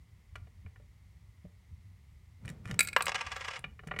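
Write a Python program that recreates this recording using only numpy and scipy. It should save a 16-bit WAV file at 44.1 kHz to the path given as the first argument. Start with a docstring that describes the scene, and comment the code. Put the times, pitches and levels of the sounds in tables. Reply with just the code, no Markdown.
"""A cast iron mechanical bank takes a coin, close up on a wooden table in a small room.
Loose parts clack, the lever ticks and scrapes; the coin clinks through the slot, drops into the hollow
base, bounces and wobbles to rest. The mechanism clacks back while the hand on it softly bumps the table.
Each blow on the iron is ringing modes plus a short noisy crash; scrape and wobble are swarms of tiny
blows. A low rumble and a faint hiss lie underneath."""
import sys
import numpy as np
from scipy import signal
from scipy.fft import rfft, irfft
from scipy.io import wavfile
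from scipy.ndimage import map_coordinates

SR = 44100
rng = np.random.default_rng(int(sys.argv[2]) if len(sys.argv) > 2 else 0)


def pcm_store(signal):
    """Save signal as 16-bit PCM."""
    levels = np.round(np.clip(np.atleast_2d(signal), -1, 1) * 32767)
    wavfile.write(sys.argv[1], SR, levels.astype(np.int16).T)


N = 176400

# Tone of the rumble, the hiss and the rubbing hand. Each row: frequency in Hz, relative level in dB.
RUMBLE_EQ = [(20, -32.5), (32, -19), (48, -1.5), (75, 0.5), (100, -0.5), (130, -10), (185, -19), (230, -27),
             (330, -35), (700, -70.5)]
HISS_EQ = [(160, -35), (280, -12.5), (386, -7.5), (457, -11), (619, -14.5), (662, -12), (797, -11),
           (944, -8), (1300, -11), (1590, -15), (2050, -2.5), (2430, -12), (8320, -19.5), (15800, -25.5)]
RUB_EQ = [(40, -16), (110, -2.5), (190, -2), (290, -18.5), (600, -24), (1500, -34), (4000, -46),
          (12000, -58.5)]
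# The fader ride on the hand's rub. Each row: time in seconds, level in dB.
RUB_LEVELS = [(0, -70.5), (2.38, -72.5), (2.461, -45.5), (2.62, -56.5), (2.718, -44), (2.85, -52),
              (3.1, -60.5), (3.55, -75), (3.66, -57), (3.78, -68), (3.899, -54), (4, -48)]
# Soft bumps through the table. Each row: start in seconds, level in dB, pitch in Hz.
TABLE_BUMPS = [(.654, -41, 85), (.648, -51.5, 198), (1.445, -45.5, 175), (2.45, -50, 107),
               (2.479, -45, 176), (2.50, -43, 150), (2.662, -38.5, 113), (2.697, -41.5, 178.5),
               (2.72, -33.5, 136), (2.734, -39, 101), (3.588, -49, 127), (3.644, -47, 151),
               (3.87, -41, 156), (3.908, -48, 175)]

# Blows on the iron. Each row: start in seconds, level in dB, bass in dB, treble in dB,
# pitch of the struck part in Hz (among the bounces, only flat landings have a pitch).
PART_CLACKS = [(.3555, -41, 2.5, 4, 1400), (.470, -59.5, 13, -6, 456), (.662, -53.5, 6, -25, 2250),
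               (.759, -56.5, 9.5, -22, 1650), (.799, -59, 21, -8, 616), (1.451, -53, 28, -25, 600),
               (3.6408, -33.5, -4, -13.5, 2800), (3.792, -46, 1.5, -19, 1970), (3.835, -51, 16, -10, 1380),
               (3.872, -45.5, 11, 18, 1400), (3.885, -48, 1, -17, 2220), (3.911, -37.5, 1, -22, 2140),
               (3.914, -32.5, 2, -32, 1290), (3.938, -41, 10, -24, 2100), (3.9628, -38, 5, -10, 2240),
               (3.9885, -30, -2, 10, 2250)]
LEVER_TICKS = [(2.450, -54.5, -2, 4, 1410), (2.456, -53.5, 3, 16, 9000), (2.479, -43.5, -2, 8, 2800),
               (2.490, -48.5, -4, 18, 3830), (2.4998, -47.5, 4.5, 19.5, 1403), (2.655, -44, 7, 7, 2470),
               (2.675, -50.5, 1, 2.5, 7960), (2.688, -51.5, 0.5, 7.5, 2445), (2.694, -51, 4, 4, 8000),
               (2.703, -47.5, 2, -9, 1403), (2.7116, -37, -6, 5, 4410), (2.742, -47.5, 1.5, 14, 5920)]
SLOT_CLINKS = [(2.7913, -18, 7, -1, 8050), (2.8050, -18, 9, 2.5, 2380), (2.828, -38, 7.5, 11, 2500),
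               (2.848, -43, -6, 3, 8000), (2.8724, -34.5, -2, -3, 8100), (2.8853, -34.5, 3, 1, 2350),
               (2.9295, -36.5, 11, -3, 2500), (2.9633, -39, 0, 14, 13000), (3.0218, -31.5, -6, 5, 11000),
               (3.0557, -37.5, -6, 13, 11000), (3.5908, -49, 28, 4, 9500)]
BASE_BOUNCES = [(2.9633, -16, 3, -10, 1650), (2.9662, -21.5, 2, -10, 1130), (3.0066, -26.5, 5, -8, 2400),
                (3.0665, -27.5, 2, 5), (3.0810, -27.5, 7, 8), (3.0926, -29.5, 5, 8.5), (3.1178, -32, 0, 1),
                (3.1452, -31.5, 6, 8), (3.2085, -36.5, 2, 5), (3.3165, -39, 2, 6), (3.3625, -39.5, 2, 4),
                (3.409, -42, 2, 4), (3.4825, -38.5, 2, 5)]
# The lever's slides. Each row: peak time in seconds, width in seconds, level in dB.
LEVER_SCRAPES = [(2.487, .018, -58), (2.69, .026, -57)]
# Rim blows that set the coin ringing. Each row: start in seconds, level in dB.
COIN_RINGS = [(2.792, -46), (2.805, -39.5), (2.965, -50), (3.024, -53), (3.32, -71), (3.365, -71),
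              (3.45, -72)]
# Turns of the wobbling coin. Each row: peak time in seconds, level in dB.
WOBBLE_TURNS = [(3.155, -29), (3.186, -43), (3.212, -34.5), (3.265, -40), (3.322, -39), (3.366, -39),
                (3.414, -41.5), (3.447, -39), (3.484, -41), (3.511, -41.5), (3.539, -44), (3.564, -42)]

# Modes of the moving figure, the coin in the slot and the hollow base.
# Each row: frequency in Hz, relative level in dB.
FIGURE_MODES = [(430, -10), (590, -9), (755, -8), (1180, -4), (1410, -2), (1780, -3), (1930, 1), (2220, 0),
                (2390, 0), (2930, 1), (3400, -14), (3750, -10), (4350, -16)]
SLOT_MODES = [(1395, -4), (1670, -10), (2200, -1), (2370, -1), (2490, 1), (3900, -6), (4570, -12),
              (7880, -5), (8080, -3), (8280, -10), (9730, -14)]
BASE_MODES = [(544, -10), (760, -8), (930, -3), (1030, -4), (1156, 3), (1240, -1), (1340, -3), (1648, 2),
              (1905, -3), (2030, -3), (2200, -2), (2380, -4), (2480, -2), (2700, -5), (2800, -5),
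              (2950, -1), (3380, -9), (3890, -18), (4720, -15), (5400, -14)]
# Each casting's crash of dense, short-lived modes. Each row: frequency in Hz, relative level in dB.
FIGURE_CRASH_EQ = [(100, -13.5), (400, 1.5), (900, -4.5), (1400, 3), (2500, -2.5), (3400, -10), (5000, -14),
                   (9000, -18.5), (15500, -36)]
SLOT_CRASH_EQ = [(100, -35), (400, -15), (1100, -7.5), (2300, 5), (3200, -5.5), (4200, -0.5), (6000, -10.5),
                 (8000, -1), (10500, -10.5), (15500, -17.5)]
BASE_CRASH_EQ = [(100, -30), (300, -30), (390, -8), (800, -3.5), (1150, 1), (1400, 0), (2700, 0),
                 (3300, -3), (4700, -10), (5700, -8), (8500, -17.5), (11000, -31), (15500, -45)]
# The struck bodies. Each lists: modes, their T60 at 1 kHz in seconds, crash EQ,
# crash level against the modes in dB, crash hold in seconds, crash T60 in seconds.
FIGURE_BODY = (FIGURE_MODES, .05, FIGURE_CRASH_EQ, -1, .004, .035)
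LEVER_BODY = (FIGURE_MODES, .04, FIGURE_CRASH_EQ, 5, .0015, .014)
SLOT_BODY = (SLOT_MODES, .06, SLOT_CRASH_EQ, 4, .003, .02)
BASE_BODY = (BASE_MODES, .05, BASE_CRASH_EQ, 2, .0019, .022)
RIM_BODY = (BASE_MODES, .06, BASE_CRASH_EQ, 1, .001, .02)
# The small room's decay. Each row: frequency in Hz, T60 in seconds.
ROOM_DECAY = [(200, 0.55), (2000, 0.22), (12000, 0.14)]


def amp(db):
    """Decibels to gain."""
    return 10 ** (np.asarray(db) / 20)


def unit(x):
    """Scale to an RMS of 1."""
    return x / np.sqrt(np.mean(x ** 2) + 1e-20)


def decay(t, t60_s):
    """An envelope that falls 60 dB in t60_s."""
    return np.exp(-np.log(1000) * t / t60_s)


def swell(peak_s, width_s):
    """A bell-shaped envelope on the scene's timeline."""
    return np.exp(-.5 * ((np.arange(N) / SR - peak_s) / width_s) ** 2)


def along(curve, hz):
    """Read a curve on a log frequency axis."""
    knots_hz, values = np.transpose(curve)
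    return np.interp(np.log(hz + 1), np.log(knots_hz + 1), values)


def add(track, start_s, sound):
    """Mix a sound into a track at its cue."""
    span = track[max(round(start_s * SR), 0):][:len(sound)]
    span += sound[:len(span)]


def equalise(x, db_of_hz):
    """Minimum-phase EQ: nothing rings ahead of the attack."""
    size = 2 * len(x)
    cepstrum = irfft(np.log(amp(db_of_hz(np.fft.rfftfreq(size, 1 / SR)))))
    cepstrum[1:size // 2] *= 2
    cepstrum[size // 2 + 1:] = 0
    return irfft(rfft(x, size) * np.exp(rfft(cepstrum)))[:len(x)]


def noise(eq):
    """Steady coloured noise at an RMS of 1."""
    gain = amp(along(eq, np.fft.rfftfreq(N, 1 / SR)))
    return unit(irfft(rfft(rng.standard_normal(N)) * gain, N))


def background(rumble_db=-55, swing_db=3.5, hiss_db=-74, knots=56):
    """Room tone: an uneven low rumble under a faint hiss."""
    drift = map_coordinates(rng.standard_normal(knots), [np.linspace(0, knots - 1, N)])
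    rumble = unit(noise(RUMBLE_EQ) * amp(swing_db * drift))
    return amp(rumble_db) * rumble + amp(hiss_db) * noise(HISS_EQ)


def hand_on_table(rise_s=.002, t60_s=.11):
    """Dull bumps and the rub of the hand, carried by the wooden top."""
    bumps, t = np.zeros(N), np.arange(SR // 4) / SR
    envelope = 2 * (1 - np.exp(-t / rise_s)) * decay(t, t60_s)
    for start_s, db, hz in TABLE_BUMPS:
        add(bumps, start_s, amp(db) * envelope * np.sin(2 * np.pi * hz * t))
    rub_db = np.interp(np.arange(N) / SR, *np.transpose(RUB_LEVELS))
    return bumps + amp(rub_db) * noise(RUB_EQ)


def in_room(x, tail_db=-15):
    """Give a sound its own short room tail, the highs dying first."""
    hz, t, spectrum = signal.stft(rng.standard_normal(SR // 3), SR, nperseg=256)
    fade = decay(t, along(ROOM_DECAY, hz)[:, None])
    tail = signal.istft(spectrum * fade, SR, nperseg=256)[1]
    response = amp(tail_db) * tail / np.linalg.norm(tail)
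    response[0] += 1  # direct sound
    return signal.fftconvolve(x, response)


def strike(body, grain, bass_db, treble_db, part_hz=None):
    """One blow on iron: ringing modes plus a brief crash, with its own bass, treble and optional bell."""
    modes, ring_t60_s, crash_eq, crash_db, hold_s, crash_t60_s = body
    t = np.arange(len(grain)) / SR
    hz, db = np.transpose(modes)[:, :, None]
    mode_t60_s = ring_t60_s * (hz / 1000) ** -.35
    phase = 2 * np.pi * rng.random(hz.shape)
    gains = amp(db + .97 * rng.standard_normal(hz.shape))
    ring = (gains * decay(t, mode_t60_s) * np.sin(2 * np.pi * hz * t + phase)).sum(0)

    def crash_colour(f, lift_db=6, width_hz=50):
        """The crash is lifted around each mode."""
        gap_hz = np.abs(f - hz).min(0)
        return along(crash_eq, f) + lift_db / (1 + (gap_hz / width_hz) ** 2)

    def tone(f, bass_hz=940, treble_hz=4660, bell_db=7, bell_oct=.17):
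        """Two shelves, and a bell boost at the pitch of the struck part."""
        bass = bass_db / (1 + (f / bass_hz) ** 4)
        treble = treble_db * (1 - 1 / (1 + (f / treble_hz) ** 4))
        bell = bell_db / (1 + (np.log2((f + 1) / part_hz) / bell_oct) ** 2) if part_hz else 0
        return bass + treble + bell

    fresh_share, attack_s = .46, .00031  # this share of the crash changes from blow to blow
    burst = np.sqrt(1 - fresh_share) * grain + np.sqrt(fresh_share) * rng.standard_normal(len(t))
    burst *= decay(np.maximum(t - hold_s, 0), crash_t60_s)
    crash = amp(crash_db) * unit(equalise(burst, crash_colour))
    attack = 1 - np.exp(-t / attack_s)
    hit = equalise((unit(ring) + crash) * attack, tone)
    return hit / np.linalg.norm(hit) * np.sqrt(.005 * SR)  # the energy of 5 ms at an RMS of 1


def blows(cues, body, grain):
    """Play a cue list of blows on one body, in the room."""
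    track = np.zeros(N)
    for start_s, db, *tone in cues:
        add(track, start_s, amp(db) * in_room(strike(body, grain, *tone)))
    return track


def clacking_parts(grain):
    """Loose iron parts knock together."""
    return blows(PART_CLACKS, FIGURE_BODY, grain)


def ticking_lever(grain):
    """The lever sticks and slips as it tips the figure."""
    return blows(LEVER_TICKS, LEVER_BODY, grain)


def chatter(force, body, grain, taps_per_s, bass_db, treble_db, voices):
    """A dense run of tiny blows, as strong as the force that presses them."""
    track = np.zeros(N)
    for _ in range(voices):
        onsets = rng.random(N) < taps_per_s / voices / SR
        taps = onsets * rng.choice([-1, 1], N) * force
        hit = in_room(strike(body, grain, bass_db, treble_db))
        track += signal.oaconvolve(taps, hit)[:N]
    return track / np.sqrt(taps_per_s * .005)  # density leaves the loudness alone


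def scraping_lever(grain):
    """Rough iron slides over iron between the lever's ticks."""
    force = sum(amp(db) * swell(peak_s, width_s) for peak_s, width_s, db in LEVER_SCRAPES)
    return chatter(force, LEVER_BODY, grain, taps_per_s=400, bass_db=0, treble_db=11, voices=3)


def clinking_coin(grain):
    """The coin knocks against the slot and the walls."""
    return blows(SLOT_CLINKS, SLOT_BODY, grain)


def ringing_coin(centre_hz=13460, spread_hz=45, t60_s=.2, partials=5):
    """The thin, very high note of the coin itself: close partials that beat unevenly."""
    track, t = np.zeros(N), np.arange(SR // 3) / SR
    for start_s, db in COIN_RINGS:
        hz = centre_hz + spread_hz * rng.standard_normal((partials, 1))
        cycles = hz * t + rng.random((partials, 1))
        note = unit(np.sin(2 * np.pi * cycles).sum(0)) / np.sqrt(2)
        add(track, start_s, amp(db) * note * decay(t, t60_s))
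    return track


def bouncing_coin(grain):
    """The coin lands in the hollow base and bounces, ringing the iron."""
    return blows(BASE_BOUNCES, BASE_BODY, grain)


def wobbling_coin(grain, start_s=3.148, end_s=3.585, roll_db=-50.8):
    """The rim chatters over the rough iron floor, pressing harder once a turn."""
    t = np.arange(N) / SR
    roll = amp(roll_db) * (t > start_s) * (t < end_s)
    turns = sum(amp(db) * swell(peak_s, width_s=.005) for peak_s, db in WOBBLE_TURNS)
    return chatter(roll + turns, RIM_BODY, grain, taps_per_s=900, bass_db=1, treble_db=1, voices=6)


def scene():
    """Room tone, table, coin and mechanism, mixed to mono."""
    # each casting's grain: a random pattern of dense modes, shared by all blows on it
    figure, slot, base = rng.standard_normal((3, 6144))
    bed = background() + hand_on_table()
    coin = clinking_coin(slot) + bouncing_coin(base) + wobbling_coin(base) + ringing_coin()
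    mechanism = ticking_lever(figure) + scraping_lever(figure) + clacking_parts(figure)
    return (bed + coin + mechanism)[None]


def record(dry):
    """A steep low-pass shaves off the very top."""
    cutoff_hz = 15900
    return signal.sosfilt(signal.ellip(10, .1, 80, cutoff_hz, fs=SR, output="sos"), dry)


dry = scene()
out = record(dry)
pcm_store(out)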